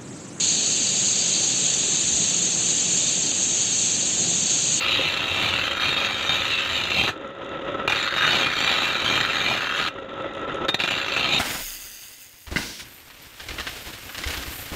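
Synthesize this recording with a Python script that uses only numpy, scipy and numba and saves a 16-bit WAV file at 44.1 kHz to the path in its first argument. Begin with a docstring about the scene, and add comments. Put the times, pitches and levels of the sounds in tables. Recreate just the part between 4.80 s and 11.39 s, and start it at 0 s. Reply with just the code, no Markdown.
"""The first sound is an axe already grinding on a bench grinder, close by: two long passes, then a short one.
Grit rakes the chattering steel as the hand pushes in strokes; filters shape hiss, rasp, base rumble and thump.
The place of contact picks which modes of the axe head ring. The grinder's whirr, shaft hum and bearing ticks
are heard to grow louder in each pause and drop just before contact. Knocks and bounces are short bites
of grit that also kick the ringing modes. A faint, short room tail surrounds it all."""
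import sys
import numpy as np
from scipy import signal
from scipy.fft import rfft, irfft
from scipy.io import wavfile
from scipy.ndimage import uniform_filter1d
from numba import njit

SR = 44100
rng = np.random.default_rng(int(sys.argv[2]) if len(sys.argv) > 2 else 0)


def store_pcm(level_fs):
    """Save levels as 16-bit WAV."""
    pcm = np.round(np.clip(level_fs, -1, 1) * 32767).astype(np.int16)
    wavfile.write(sys.argv[1], SR, np.atleast_2d(pcm).T)


N = 290619
T = np.arange(N) / SR  # time of every sample, s
TOP_HZ = 15550  # upper limit of the recorder
SHAFT_HZ = 78.7  # mean turning rate of the shaft

# Blade on the wheel; rasp, hiss and thump are relative, before their overall trims:
# (from [s], to [s], level [dB], rasp [dB], fine hiss [dB], wheel thump [dB])
PASSES = [(0, 2.297, -27, -7, -14.5, -17), (3.098, 5.088, -26.5, -3.5, -14.5, -24),
          (5.989, 6.6, -27.5, -7, -16, -29)]
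# Pushes of the hand: (middle [s], length [s], push [dB], extra base rumble [dB], extra rasp [dB],
# place on the edge [0-1])
STROKES = [(0.107, 0.27, 6, -5, 1, 0.17), (0.284, 0.32, 4, -2, -3.5, 0.37),
           (0.48, 0.17, -1, 0.5, -3.5, 0.22), (0.664, 0.35, 4.5, 3, 1.5, 0.4), (0.8, 0.23, 3, -2, 1.5, 0.1),
           (1.059, 0.2, 5.5, 1, 5, 0.74), (1.22, 0.31, 4, -0.5, 3, 0.66), (1.553, 0.22, 2, 1, 1, 0.67),
           (1.76, 0.33, 3.5, -7.5, 1, 0.15), (1.948, 0.21, 1.5, -1, -1.5, 0.57),
           (2.203, 0.24, 7, 1.5, -2, 0.29), (3.137, .12, 1.5, 1.5, 3, 0.53),
           (3.306, 0.22, -1.5, -3.5, 2.5, 0.92), (3.448, 0.17, 3, 0, 9.5, 0.75),
           (3.578, 0.33, 4.5, 3.5, 2.5, 0.59), (3.9, 0.25, 2.5, 3, 1.5, 0.64),
           (4.03, 0.2, 2, 2.5, 0.5, 0.4), (4.348, 0.48, 3, 4.5, 1, 0.71), (4.69, 0.31, 2.5, 5.5, -1, 0.56),
           (4.91, .16, -3.5, 1, 2, 0.14), (5.016, 0.12, 2.5, 4, 1.5, 0.37), (6.438, 0.43, 3, 3, 2, 0.22),
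           (6.57, 0.2, 4.5, -1, -2.5, 0.96)]
# Blade striking the wheel; ring is relative to the blow, before trim and place:
# (time [s], force [dB], bite decay [s], ring [dB], place on the edge [0-1])
KNOCKS = [(0.364, -17.5, 0.0029, -21, .5), (1.493, -18, 0.0036, 7, 0.9), (2.236, -13, 0.0024, -16, .8),
          (2.277, -19.5, 0.019, -10, 0.6), (3.077, -11.5, 0.0037, 0.5, 0.4), (3.096, -17, 0.0086, -3, 0.9),
          (3.122, -22, 0.0085, 12, 0.62), (3.363, -21, .005, -8, .8), (3.425, -20, .005, 3, 0.87),
          (3.448, -16, 0.0023, -7, 0.1), (3.468, -11, 0.0013, -20, .8), (3.804, -11, 0.002, -15, .5),
          (5.883, -15, 0.0032, -7, .9), (5.889, -15, 0.0064, 1.5, 0.93), (5.943, -6, 0.0029, -13, .9),
          (6.001, -16, .0026, 4, 0.1), (6.009, -18, .0035, -9, .3), (6.037, -14, 0.0026, 2.5, 0.72),
          (6.042, -20, 0.003, -12, .3), (6.075, -19, 0.005, -7, .1), (6.108, -9, 0.0016, -6, .4),
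          (6.117, -17, 0.0031, -20, 0), (6.364, -19, 0.007, -11, 0.4)]
# Strongest modes of the axe head: (frequency [Hz], width when free [Hz], relative level [dB])
MAIN_MODES = [(2435, 13, -2), (2720, 20, -4), (3679, 7.6, -1.5)]
# Where each main mode is driven best: (place on the edge [0-1], relative drive [dB])
ANTINODES = [(0.56, -3.5), (0.07, 0), (1, 1)]
# Weaker modes of the head: (frequency [Hz], width [Hz], relative level [dB])
HEAD_MODES = [(2560, 70, 0), (3790, 80, -2), (3970, 70, -3), (4230, 60, -1), (4520, 80, 6), (4990, 90, -2),
              (5380, 60, -1), (6030, 44, 9.5), (6620, 50, 2), (7120, 55, 6), (7280, 55, 9), (7805, 40, 10),
              (8005, 36, 8), (8535, 50, 9), (9005, 60, 7), (9590, 100, 5), (10900, 70, 4), (11400, 130, 2),
              (12500, 80, 6), (12910, 90, 7), (13400, 130, 5), (14600, 70, 11), (15400, 70, 5)]
# Tone colour of the main scrape, only relative levels matter: (frequency [Hz], level [dB])
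SCRAPE = [(400, -33), (700, -26.5), (1500, -12), (2050, -5.5), (2600, 1.5), (3200, 2), (4000, -2),
          (4450, -10), (4900, -14.5), (6000, -40)]
# Tone colour of the fine hiss: (frequency [Hz], relative level [dB])
HISS = [(3500, -30.5), (4400, -23.5), (5000, 0), (5700, -5), (6400, -0.5), (7100, -2), (7550, -12.5),
        (8800, -17.5), (10400, -18), (13200, -19), (16000, -29.5)]
# Tone colour of the rasp: (frequency [Hz], relative level [dB])
RASP = [(600, -36), (1050, -7.5), (1270, 6.5), (1450, 6), (1620, 7.5), (1850, 4.5), (2200, -8.5),
        (3200, -51)]
# Tone colour of the wooden base: (frequency [Hz], relative level [dB])
BASE = [(25, -25), (70, -7), (130, 1), (250, -1), (500, -2), (800, 2.5), (1100, -8), (1500, -45),
        (2400, -47)]
# Tone colour of the low wheel thump: (frequency [Hz], relative level [dB])
THUMP = [(35, -9), (62, 3), (76, 0), (92, 24), (130, -6), (200, -9), (300, -35)]
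# Tone colour of the running machine: (frequency [Hz], relative level [dB])
MACHINE = [(25, -15), (70, -8), (170, -3), (370, 2), (470, -6), (620, -7), (900, -5.5), (1500, -8),
           (2250, -15), (3000, -13.5), (3700, -12), (3970, -21.5), (4200, -33), (5700, -42), (6400, -35.5),
           (7200, -39), (8100, -57.5), (15000, -66)]
# Resonances of housing and wheel: (frequency [Hz], width [Hz], level over the machine noise [dB])
HOUSING = [(535, 40, 15.5), (1320, 32, 16), (1900, 60, 7), (2560, 40, 1), (2730, 18, 8)]
# Hum of the shaft: (multiple of its turning rate [1], relative level [dB])
HUM = [(3, -25), (4, -22), (5, -21), (7, -10.5), (17, -15.5)]
# Tone colour of the bearing ticks: (frequency [Hz], relative level [dB])
TICK = [(500, -32), (1400, -36), (3700, 18.5), (4500, -17), (6900, -2), (8200, -19), (9000, -31),
        (9420, -8), (9900, -30), (15000, -35)]
# Pauses in which the whirr is heard to grow louder: (from [s], to [s], rise of the heard level [dB/s])
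PAUSES = [(2.31, 3.07, 12), (5.1, 5.856, 15.5)]

# rasp that is lost per dB of push [dB]; base rumble before its trim [dB]; unsteadiness of the hand [dB]
RASP_LAG, RUMBLE_DB, TREMOR_DB = 0.99, -9, 1
# hiss lost per dB of push; hiss and thump gained per dB of extra rumble [dB]
HISS_LAG, HISS_PER_RUMBLE, THUMP_PER_RUMBLE = 0.16, 0.28, 0.71
# chatter share at zero push [0-1], its fall per dB of push, its extra on landing, settling time [s]
LOOSE, STEADYING_PER_DB, LANDING_LOOSE, SETTLE_S = 0.48, .02, 0.13, 0.62
# fall of mode drive over the whole edge, and flicker of the ringing [dB]
NODE_FALL_DB, RING_FLICKER_DB = 22.5, 1
# time before a knock when contact is weaker [s], and the share lost [0-1]
SKIP_S, SKIP_DEPTH = .012, 0.3
CHOKE_HZ = 170  # width that a blow adds to the main modes, per unit of force
# heard whirr level outside the pauses, before its trims [dB]; time its drop takes after a pause [s]
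WHIRR_DB, WHIRR_DROP_S = -39, 0.02


def undb(db):
    """Turn decibels into gain."""
    return 10 ** (np.asarray(db) / 20)


def unit(x):
    """Scale the average strength (rms) to 1."""
    return x / np.sqrt(np.mean(x ** 2))


def curves(rows):
    """Join the columns of a timed table with straight lines."""
    s, *columns = np.transpose(rows)
    return [np.interp(T, s, column) for column in columns]


def walk(rate):
    """Drift between random levels, rate times a second; rms 1."""
    knots = rng.standard_normal(int(rate * T[-1]) + 3)
    return unit(np.interp(T * rate + rng.random(), np.arange(len(knots)), knots))


def colour(x, points, size=2048):
    """Filter through a tone colour, falling steeply above its last point; white noise keeps its power."""
    hz, db = np.transpose(points)
    bins = np.maximum(np.fft.rfftfreq(size, 1 / SR), 1)
    gain = undb(np.interp(np.log(bins), np.log(hz), db))
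    gain = gain / np.maximum(bins / hz[-1], 1) ** 5
    # fold the cepstrum so that the filter answers as early as possible, never before its input
    cepstrum = irfft(np.log(gain))
    cepstrum[1:size // 2] *= 2
    cepstrum[size // 2 + 1:] = 0
    response = irfft(np.exp(rfft(cepstrum)))
    return signal.fftconvolve(x, response / np.linalg.norm(response))[:N]


@njit
def resonate(x, hz, width):
    """One ringing mode with movable pitch and damping: velocity is real, displacement imaginary."""
    y, z, pole = np.empty(len(x), np.complex128), 0j, 0j
    for i in range(len(x)):
        if i % 32 == 0:
            pole = np.exp((2j * np.pi * hz[i] - np.pi * width[i]) / SR)
        z = z * pole + x[i] + 1e-18
        y[i] = z
    return y


def mode(x, hz, width):
    """A resonance scaled to a gain of 1 at its centre."""
    velocity = resonate(x, hz + np.zeros(N), np.full(N, 1. * width)).real
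    return velocity * 2 * np.pi * width / SR


def fade(x, seconds):
    """Give every pulse an exponential tail."""
    return signal.lfilter([1], [1, -np.exp(-1 / (seconds * SR))], x)


def grains(rate, spread_db):
    """Random impacts of very unequal size, rate a second on average; rms 1."""
    hit = rng.random(N) < rate / SR
    size = undb(spread_db * np.clip(rng.standard_normal(N), -2, 2))
    return unit(hit * size * rng.choice([-1, 1], N))


def bounces(rate_hz, jitter, spread_db, contact_s):
    """Contacts at uneven gaps and strengths, each dying away smoothly; rms 1."""
    gap, size = rng.standard_normal((N // 100, 2)).T
    at = (np.cumsum(np.exp(jitter * gap)) * SR / rate_hz).astype(int)
    inside = at < N
    kicks = np.zeros(N)
    kicks[at[inside]] = undb(spread_db * np.clip(size, -2, 2))[inside]
    return unit(fade(kicks, contact_s))


def current_pass():
    """The columns of PASSES, each held until the next pass begins."""
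    rows = np.array(PASSES)
    index = np.searchsorted(rows[:, 0], T, side="right") - 1
    return rows[np.maximum(index, 0)].T


def swell(s, length_s):
    """A smooth rise and fall (0-1) centred on s."""
    return np.cos(np.pi * np.clip((T - s) / length_s, -.5, .5)) ** 2


def hand():
    """Strokes set push, extra rumble and rasp (dB), and a place of contact that slides between them."""
    push, rumble, rasp = sum(np.outer(dbs, swell(s, length)) for s, length, *dbs, _ in STROKES)
    place = curves(STROKES)[-1]
    return push + TREMOR_DB * walk(12), rumble, rasp, place


def grit(push, release_s=0.0019):
    """Grains rake the steel in bunches as it hops; returns the force and the contact (0-1)."""
    start, end, *_ = current_pass()
    # the first pass is already under way
    landing = (start > .5) * np.exp(-np.abs(T - start) / SETTLE_S)
    loose = np.clip(LOOSE - STEADYING_PER_DB * push + LANDING_LOOSE * landing, 0, 1)
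    chatter = bounces(rate_hz=84, jitter=.33, spread_db=-0.7, contact_s=0.0038)
    load = 1 - loose + loose * chatter
    # the hand sets the average force, so even out the load over 1/16 s
    load /= np.sqrt(uniform_filter1d(load ** 2, SR // 16))
    touching = uniform_filter1d(1. * (T <= end), int(release_s * SR))
    return grains(rate=10000, spread_db=4.5) * load * touching, touching


def head(steel):
    """Many head modes come and go, and bend a little, as the contact crosses their nodes."""
    wander_db, bend, spacing, width, direct = 3.5, .0025, 330, 95, .35  # spacing and width in Hz
    out = direct * steel
    for hz, own_width, db in HEAD_MODES:
        drive = steel * undb(db - 3 + wander_db * walk(16))
        out += mode(drive, hz * (1 + bend * walk(12)), own_width)
    # between them lies a crowd of short-lived resonances with sliding pitch
    for hz in np.arange(1400, TOP_HZ, spacing) + spacing * rng.random():
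        drive = steel * undb(wander_db * walk(20) - 4.5)
        out += rng.choice([-1, 1]) * mode(drive, hz + spacing / 2 * walk(5), width)
    return out


def coupling_db(place, antinode):
    """A mode is driven less the farther the contact lies from its best place, the antinode."""
    return -NODE_FALL_DB * np.abs(place - antinode)


def main_ringing(force, place, touching, kicks, choke, contact_width_hz=25, bend=0.0052):
    """The strongest modes ring; touching the wheel damps them and makes their pitch waver."""
    out = np.zeros(N)
    for (hz, free_width, db), (antinode, drive_db), kick in zip(MAIN_MODES, ANTINODES, kicks):
        width = free_width + contact_width_hz * touching + choke
        ring_db = db + drive_db + coupling_db(place, antinode) + RING_FLICKER_DB * walk(10)
        # make up for the width, so damping alone does not quieten the steady ringing
        drive = force * undb(ring_db) * np.sqrt(4 * np.pi * width / SR)
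        moving_hz = hz * (1 + bend * touching * walk(17))
        out += resonate(drive + kick, moving_hz, width).imag
    return out


def axe(scrape_db=-2.0, hiss_db=-3, rasp_db=0.5, base_db=-3, thump_db=-3):
    """Grit and blows drive the steel head, and through the wheel the wooden base."""
    _, _, level, rasp, hiss, thump = current_pass()
    push, rumble, extra_rasp, place = hand()
    raking, touching = grit(push)
    force = raking * skips() * undb(level + push)
    blows, kicks, choke = knocks()

    scrape = colour(force * undb(scrape_db) + blows * undb(-3.5), SCRAPE)
    hiss_level = hiss + hiss_db - HISS_LAG * push + HISS_PER_RUMBLE * rumble
    fine_hiss = colour(force * undb(hiss_level) + blows * undb(-17), HISS)
    out = head(scrape + fine_hiss)
    out += main_ringing(force, place, touching, kicks, choke)

    rasp_level = rasp + extra_rasp + rasp_db - RASP_LAG * push
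    out += colour(force * undb(rasp_level) + blows * undb(-4.0), RASP)
    out += colour(force * undb(RUMBLE_DB + rumble + base_db) + blows * undb(-5.5), BASE)
    thump_level = thump + thump_db + THUMP_PER_RUMBLE * rumble
    return out + colour(force * undb(thump_level), THUMP)


def heard_whirr_level():
    """Heard level of the whirr (dB): it climbs in each pause, then drops just before contact."""
    level = WHIRR_DB
    for start, end, rise in PAUSES:
        climb = rise * np.clip(T - start, 0, end - start)
        level = level + climb * np.clip(1 - (T - end) / WHIRR_DROP_S, 0, 1)
    return level


def grinder(whirr_db=-4, hum_db=-1, tick_db=-19, flutter_db=2.6, waver=0.0049):
    """Bearings and wheel wind rush through the resonant housing; the shaft hums and the bearings tick."""
    noise = rng.standard_normal(N) * undb(flutter_db * walk(150))
    rush = colour(noise, MACHINE)
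    rush = rush + sum(undb(db) * mode(rush, hz, width) for hz, width, db in HOUSING)
    turn = 2 * np.pi * np.cumsum(SHAFT_HZ * (1 + waver * walk(20))) / SR
    hum = sum(np.sqrt(2) * undb(db + 2 * walk(16)) * np.sin(k * turn) for k, db in HUM)
    ticks = bounces(rate_hz=64, jitter=0.21, spread_db=5.5, contact_s=0.0016) * rng.standard_normal(N)
    machine = undb(whirr_db) * rush + undb(hum_db) * hum + undb(tick_db) * colour(ticks, TICK)
    return machine * undb(heard_whirr_level())


def skips():
    """Share of the contact that is left while the blade skips just before each knock."""
    skipping = np.any([(T > s - SKIP_S) & (T < s) for s, *_ in KNOCKS], axis=0)
    return 1 - np.clip(SKIP_DEPTH, 0, 1) * skipping


def knocks(ring_db=-0.5, rise_s=0.00056):
    """Blows are short bites of grit; returns their force, main-mode kicks and added damping (Hz)."""
    bites, kicks = np.zeros(N), np.zeros((len(MAIN_MODES), N))
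    antinodes = np.array(ANTINODES)[:, 0]
    for s, db, bite_s, own_ring_db, place in KNOCKS:
        start = int(s * SR)
        t = T[:min(SR // 10, N - start)]
        bite = np.exp(-t / bite_s) * (1 - np.exp(-t / rise_s))
        bites[start:start + len(t)] += undb(db) * bite
        kicks[:, start] = undb(db + ring_db + own_ring_db + coupling_db(place, antinodes))
    return bites * grains(rate=16000, spread_db=3), kicks, CHOKE_HZ * bites


def workshop(x, t60_s, wet_db, first_s):
    """Short, faint reflections from the floor and clutter, made as a fading noise tail."""
    t = T[:SR // 2]
    tail = rng.standard_normal(len(t)) * undb(-60 * t / t60_s) * (t > first_s)
    return x + undb(wet_db) * signal.fftconvolve(x, tail / np.linalg.norm(tail))[:N]


def scene():
    """The axe on the running grinder, in the room."""
    return workshop(axe() + grinder(), t60_s=0.15, wet_db=-14.0, first_s=0.0025)[None]


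def record(dry):
    """The recorder rounds the highest peaks and cuts the top of the treble."""
    ceiling = .9
    rounded = ceiling * np.tanh(dry / ceiling)
    low_pass = signal.ellip(10, .2, 70, TOP_HZ, fs=SR, output="sos")
    return signal.sosfilt(low_pass, rounded)


dry = scene()
out = record(dry)
store_pcm(out)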